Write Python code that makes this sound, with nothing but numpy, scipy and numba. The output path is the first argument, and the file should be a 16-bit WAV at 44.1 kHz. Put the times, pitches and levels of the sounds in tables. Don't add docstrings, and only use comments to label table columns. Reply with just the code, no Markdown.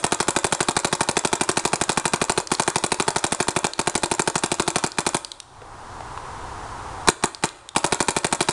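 import sys
import numpy as np
from scipy import signal
from scipy.fft import rfft, irfft, next_fast_len
from scipy.io import wavfile
from scipy.ndimage import uniform_filter1d, minimum_filter1d
from numba import njit

SR = 44100
rng = np.random.default_rng(int(sys.argv[2]) if len(sys.argv) > 2 else 0)


def wav_record(signal):
    frames = np.transpose(np.atleast_2d(signal))
    bounded = np.clip(frames, -1, 1)
    quanta = np.round(bounded * 32767).astype(np.int16)
    wavfile.write(sys.argv[1], SR, quanta)


N = 375732
LEAD = SR // 4
T = np.arange(SR // 10) / SR


def amp(db):
    return 10 ** (np.asarray(db) / 20)


def unit(x):
    return x / np.sqrt(np.mean(x ** 2) + 1e-20)


def causal(points, size=4096):
    hz, db = np.transpose(points)
    spectrum_db = np.interp(np.log(np.fft.rfftfreq(size, 1 / SR) + 1), np.log(hz), db)
    cepstrum = irfft(np.log(amp(spectrum_db)))
    cepstrum[1:size // 2] *= 2
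    cepstrum[size // 2 + 1:] = 0
    return irfft(np.exp(rfft(cepstrum)))


def through(x, response):
    return signal.fftconvolve(x, response)[:len(x)]


def colour(x, points):
    response = causal(points)
    return through(x, response / np.linalg.norm(response))


def burst(t60):
    return rng.standard_normal(len(T)) * amp(-60 * T / t60)


def ring(hz, t60):
    return np.sin(2 * np.pi * hz * T) * amp(-60 * T / t60)


def track(events):
    out = np.zeros(LEAD + N + SR)
    for s, db, sound in events:
        out[LEAD + round(s * SR):][:len(sound)] += amp(db) * sound
    return out[:LEAD + N]


# (first shot [s], last shot [s], usual bolt travel [s])
TRIGGER_PULLS = [(-.0399, 2.376, .0255), (2.5159, 3.6432, .0253), (3.7915, 4.8384, .0253),
                 (4.9843, 5.1451, .025), (7.0853, 7.0853, .0183), (7.2373, 7.2373, .0213),
                 (7.4368, 7.4368, .0213), (7.7618, 8.4862, .0224)]

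def firing_times(cycle_s=.0805, head_start_s=.0028):
    shots, returns = [], []
    for first, last, travel in TRIGGER_PULLS:
        string = np.linspace(first, last, round((last - first) / cycle_s) + 1)
        shots.extend(string)
        returns.extend(string + travel - head_start_s * (string == first))
    return np.array(shots), np.array(returns)


# (frequency [Hz], relative level [dB])
SEAR_SPECTRUM = [(60, -6), (220, 1.5), (500, -9.5), (900, 11), (1600, -6.5), (3000, -9.5), (5500, -8.5),
                 (10000, -14)]

def sear(shots, db=-32.5, ahead_s=.0112):
    return colour(track((s - ahead_s, db, burst(t60=.044)) for s in shots), SEAR_SPECTRUM)


# (frequency [Hz], relative level [dB])
BARREL_MODES = [(92, -31), (148, -25), (250, -22.5), (348, -21.5), (440, -22), (578, -24.5), (708, -21),
                (815, -19.5), (918, -19), (1105, -27.5), (1208, -73), (1335, -28), (1440, -24), (1578, -21),
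                (1812, -23), (1985, -29), (2405, -19), (2650, -41), (3410, -22), (3970, -22)]

def pop(flow_s=.012, quality=24, vary_db=1.42, detune=.0089, body_hz=1150):
    hz, db = np.transpose(BARREL_MODES)
    size, pitch = rng.standard_normal((2, len(hz)))
    signs = np.where(hz < body_hz, (-1) ** np.arange(len(hz)), 1)
    phase = 2 * np.pi * np.outer(hz * (1 + detune * pitch), T)
    modes = np.sin(phase) * np.exp(-phase / (2 * quality))
    flow = np.exp(-(T / flow_s) ** 2)
    return (signs * amp(db + vary_db * size)) @ modes * flow


# (delay [s], level [dB], t60 [s])
GAS_JETS = [(.0002, -11, .014), (.0022, -22.5, 0.012), (.0047, -11.5, 0.012), (.0098, -17.5, 0.015)]
# (frequency [Hz], relative level [dB])
GAS_SPECTRUM = [(80, -57), (220, -15), (380, 5), (530, -7.5), (950, 6.5), (1400, -1.5), (2000, -4),
                (2450, 0), (3000, -5.5), (3900, 0.5), (5500, -4.5), (7500, -1), (8900, 3), (10000, -2)]

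def report(shots, pop_db=-.62, vary_db=.38, lag_s=.0006):
    pops = track((s + lag_s, rng.normal(pop_db, vary_db), pop()) for s in shots)
    jets = track((s + delay, rng.normal(db, 1), burst(t60))
                 for s in shots for delay, db, t60 in GAS_JETS)
    return ground(pops) + colour(jets, GAS_SPECTRUM)


def ground(x, delay_s=.00542, echo_db=-15, dull_hz=1500):
    dull = signal.lfilter(*signal.butter(1, dull_hz, fs=SR), x)
    return x + amp(echo_db) * np.pad(dull, (round(delay_s * SR), 0))[:len(x)]


def click(hz, grit_db=-9, snap_db=7, grit_t60=.012):
    contact = amp(grit_db) * burst(grit_t60)
    contact[0] += amp(snap_db)
    return colour(contact, [(300, -26), (1100, -14), (2700, -15),
                            (.84 * hz, -5), (hz, 2), (1.16 * hz, -8), (10000, -11)])


def rattle(shots, loudest_db=-18):
    times = shots + rng.uniform(.009, .022, len(shots))
    return track((s, loudest_db - 20 * rng.random(), click(rng.uniform(3700, 5840))) for s in times)


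# (frequency [Hz], relative level [dB])
BOLT_SPECTRUM = [(150, -21.5), (600, -10), (950, -5.5), (1350, -21.5), (2400, -17), (3000, -28.5),
                 (5000, -17), (6000, -17), (7550, -6.5), (8500, -17.5), (9900, -13)]

def bolt(returns, slam_db=-14, bounce_db=-29, frame_db=-31):
    home = returns + rng.normal(0, .0006, len(returns))
    slam = track((s, rng.normal(slam_db, 1.3), burst(t60=.0095)) for s in home)
    frame = track((s - .003, rng.normal(frame_db, 1), ring(rng.normal(968, 46), t60=.054)) for s in home)
    bounce = track((s + rng.uniform(-.0034, .01), rng.normal(bounce_db, 4), burst(t60=.021))
                   for s in np.tile(home, 2))
    return colour(slam + bounce, BOLT_SPECTRUM) + frame


# (frequency [Hz], relative level [dB])
TREE_SPECTRUM = [(30, -22), (100, -5), (200, -13), (320, 7.5), (420, 1.5), (520, 13), (750, 1), (1100, 10),
                 (2400, 4.5), (3600, 7), (4200, 4), (6000, 4), (10000, 3)]

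def woods(x, near_db=-17.5, near_t60=.092, far_db=-22.5, far_t60=.83, rise_s=.044, sections=44):
    t = np.arange(SR) / SR
    rise = 1 - np.exp(-(t / rise_s) ** 2)
    near = amp(near_db) * unit(rise * amp(-60 * t / near_t60))
    far = amp(far_db) * unit(rise * amp(-60 * t / far_t60))
    fade = np.hypot(near, far) / np.sqrt(SR)
    out = np.zeros(len(x) + SR)
    for part in np.array_split(np.arange(len(x)), sections):
        echoes = unit(rng.standard_normal(SR) * amp(5.4 * rng.standard_normal(SR)))
        answer = signal.fftconvolve(x[part], fade * echoes)
        out[part[0]:][:len(answer)] += answer
    return colour(out[:len(x)], TREE_SPECTRUM)


# (frequency [Hz], relative level [dB])
HUSH_SPECTRUM = [(15, -5), (30, -4), (60, -2.5), (110, -1.5), (190, -14.5), (300, -11), (420, -10),
                 (600, -13.5), (760, -5), (980, -3), (1370, -10.5), (2400, -24), (5000, -27), (10000, -29)]

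def hush(db=-55):
    return amp(db) * unit(colour(rng.standard_normal(LEAD + N), HUSH_SPECTRUM))


# (time [s], relative level [dB], ring [Hz])
FEED_CLICKS = [(2.4724, -13.5, 4840), (2.55, -12, 4270), (2.635, -15, 7400), (3.7352, -14.5, 4300),
               (4.919, -20.5, 5240), (5.2477, -12.5, 4580), (5.3177, -15, 3800), (5.402, -16.5, 3540),
               (7.3478, -20, 4700), (7.49, -23, 3900), (7.69, -20, 3720)]

def feed(gain_db=1):
    return track((s, db + gain_db, click(hz)) for s, db, hz in FEED_CLICKS)


# (time [s], relative level [dB], ring [Hz])
FAR_HITS = [(5.6176, -45, 490), (6.0056, -47, 744), (6.1754, -43, 925)]

def splats(gain_db=2):
    def knock(hz):
        wood = [(.3 * hz, -24), (.8 * hz, -4), (hz, 3), (1.5 * hz, -14), (2700, -19), (6000, -36)]
        return colour(burst(t60=.028), wood)
    return track((s, db + gain_db, knock(hz)) for s, db, hz in FAR_HITS)


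def scene():
    shots, returns = firing_times()
    direct = report(shots) + sear(shots) + bolt(returns) + rattle(shots) + feed() + splats()
    return (direct + woods(direct) + hush())[None, LEAD:]


def saturate(x, top):
    return x / (1 + np.abs(x / top) ** 6) ** (1 / 6)


@njit
def ride_gain(wanted, rest, attack, hold, release):
    gain, now, quiet = np.empty(len(wanted)), 0., 0
    for i in range(len(wanted)):
        quiet = 0 if wanted[i] < now + 3 else quiet + 1
        if wanted[i] < now:
            now += (wanted[i] - now) / attack
        elif quiet > hold:
            now += (rest - now) / release
        gain[i] = now
    return gain


def gain_control(x, ceiling_db=-6.5, crest_db=6.66, rest_db=17, attack_s=.0051, hold_s=.27, release_s=.3):
    rms = np.sqrt(np.abs(uniform_filter1d(x ** 2, size=256)))
    peaks_db = 20 * np.log10(rms + 1e-6) + crest_db
    wanted_db = minimum_filter1d(ceiling_db - peaks_db, size=256, origin=127)
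    return x * amp(ride_gain(wanted_db, rest_db, attack_s * SR, hold_s * SR, release_s * SR))


# (frequency [Hz], gain [dB])
MICROPHONE_RESPONSE = [(9900, 4.5), (10900, -9.5), (12000, -18), (13000, -43), (16000, -49)]

def record(dry, capsule_top=.24, amplifier_top=.76, dull_hz=13500, top_hz=16400):
    microphone = through(saturate(dry[0], capsule_top), causal(MICROPHONE_RESPONSE))
    amplified = saturate(gain_control(microphone), amplifier_top)
    size = next_fast_len(N + SR // 4)
    hz = np.fft.rfftfreq(size, 1 / SR)
    passband = (hz < top_hz) / (1 + (hz / dull_hz) ** 10)
    return irfft(rfft(amplified, size) * passband, size)[None, :N]


dry = scene()
out = record(dry)
wav_record(out)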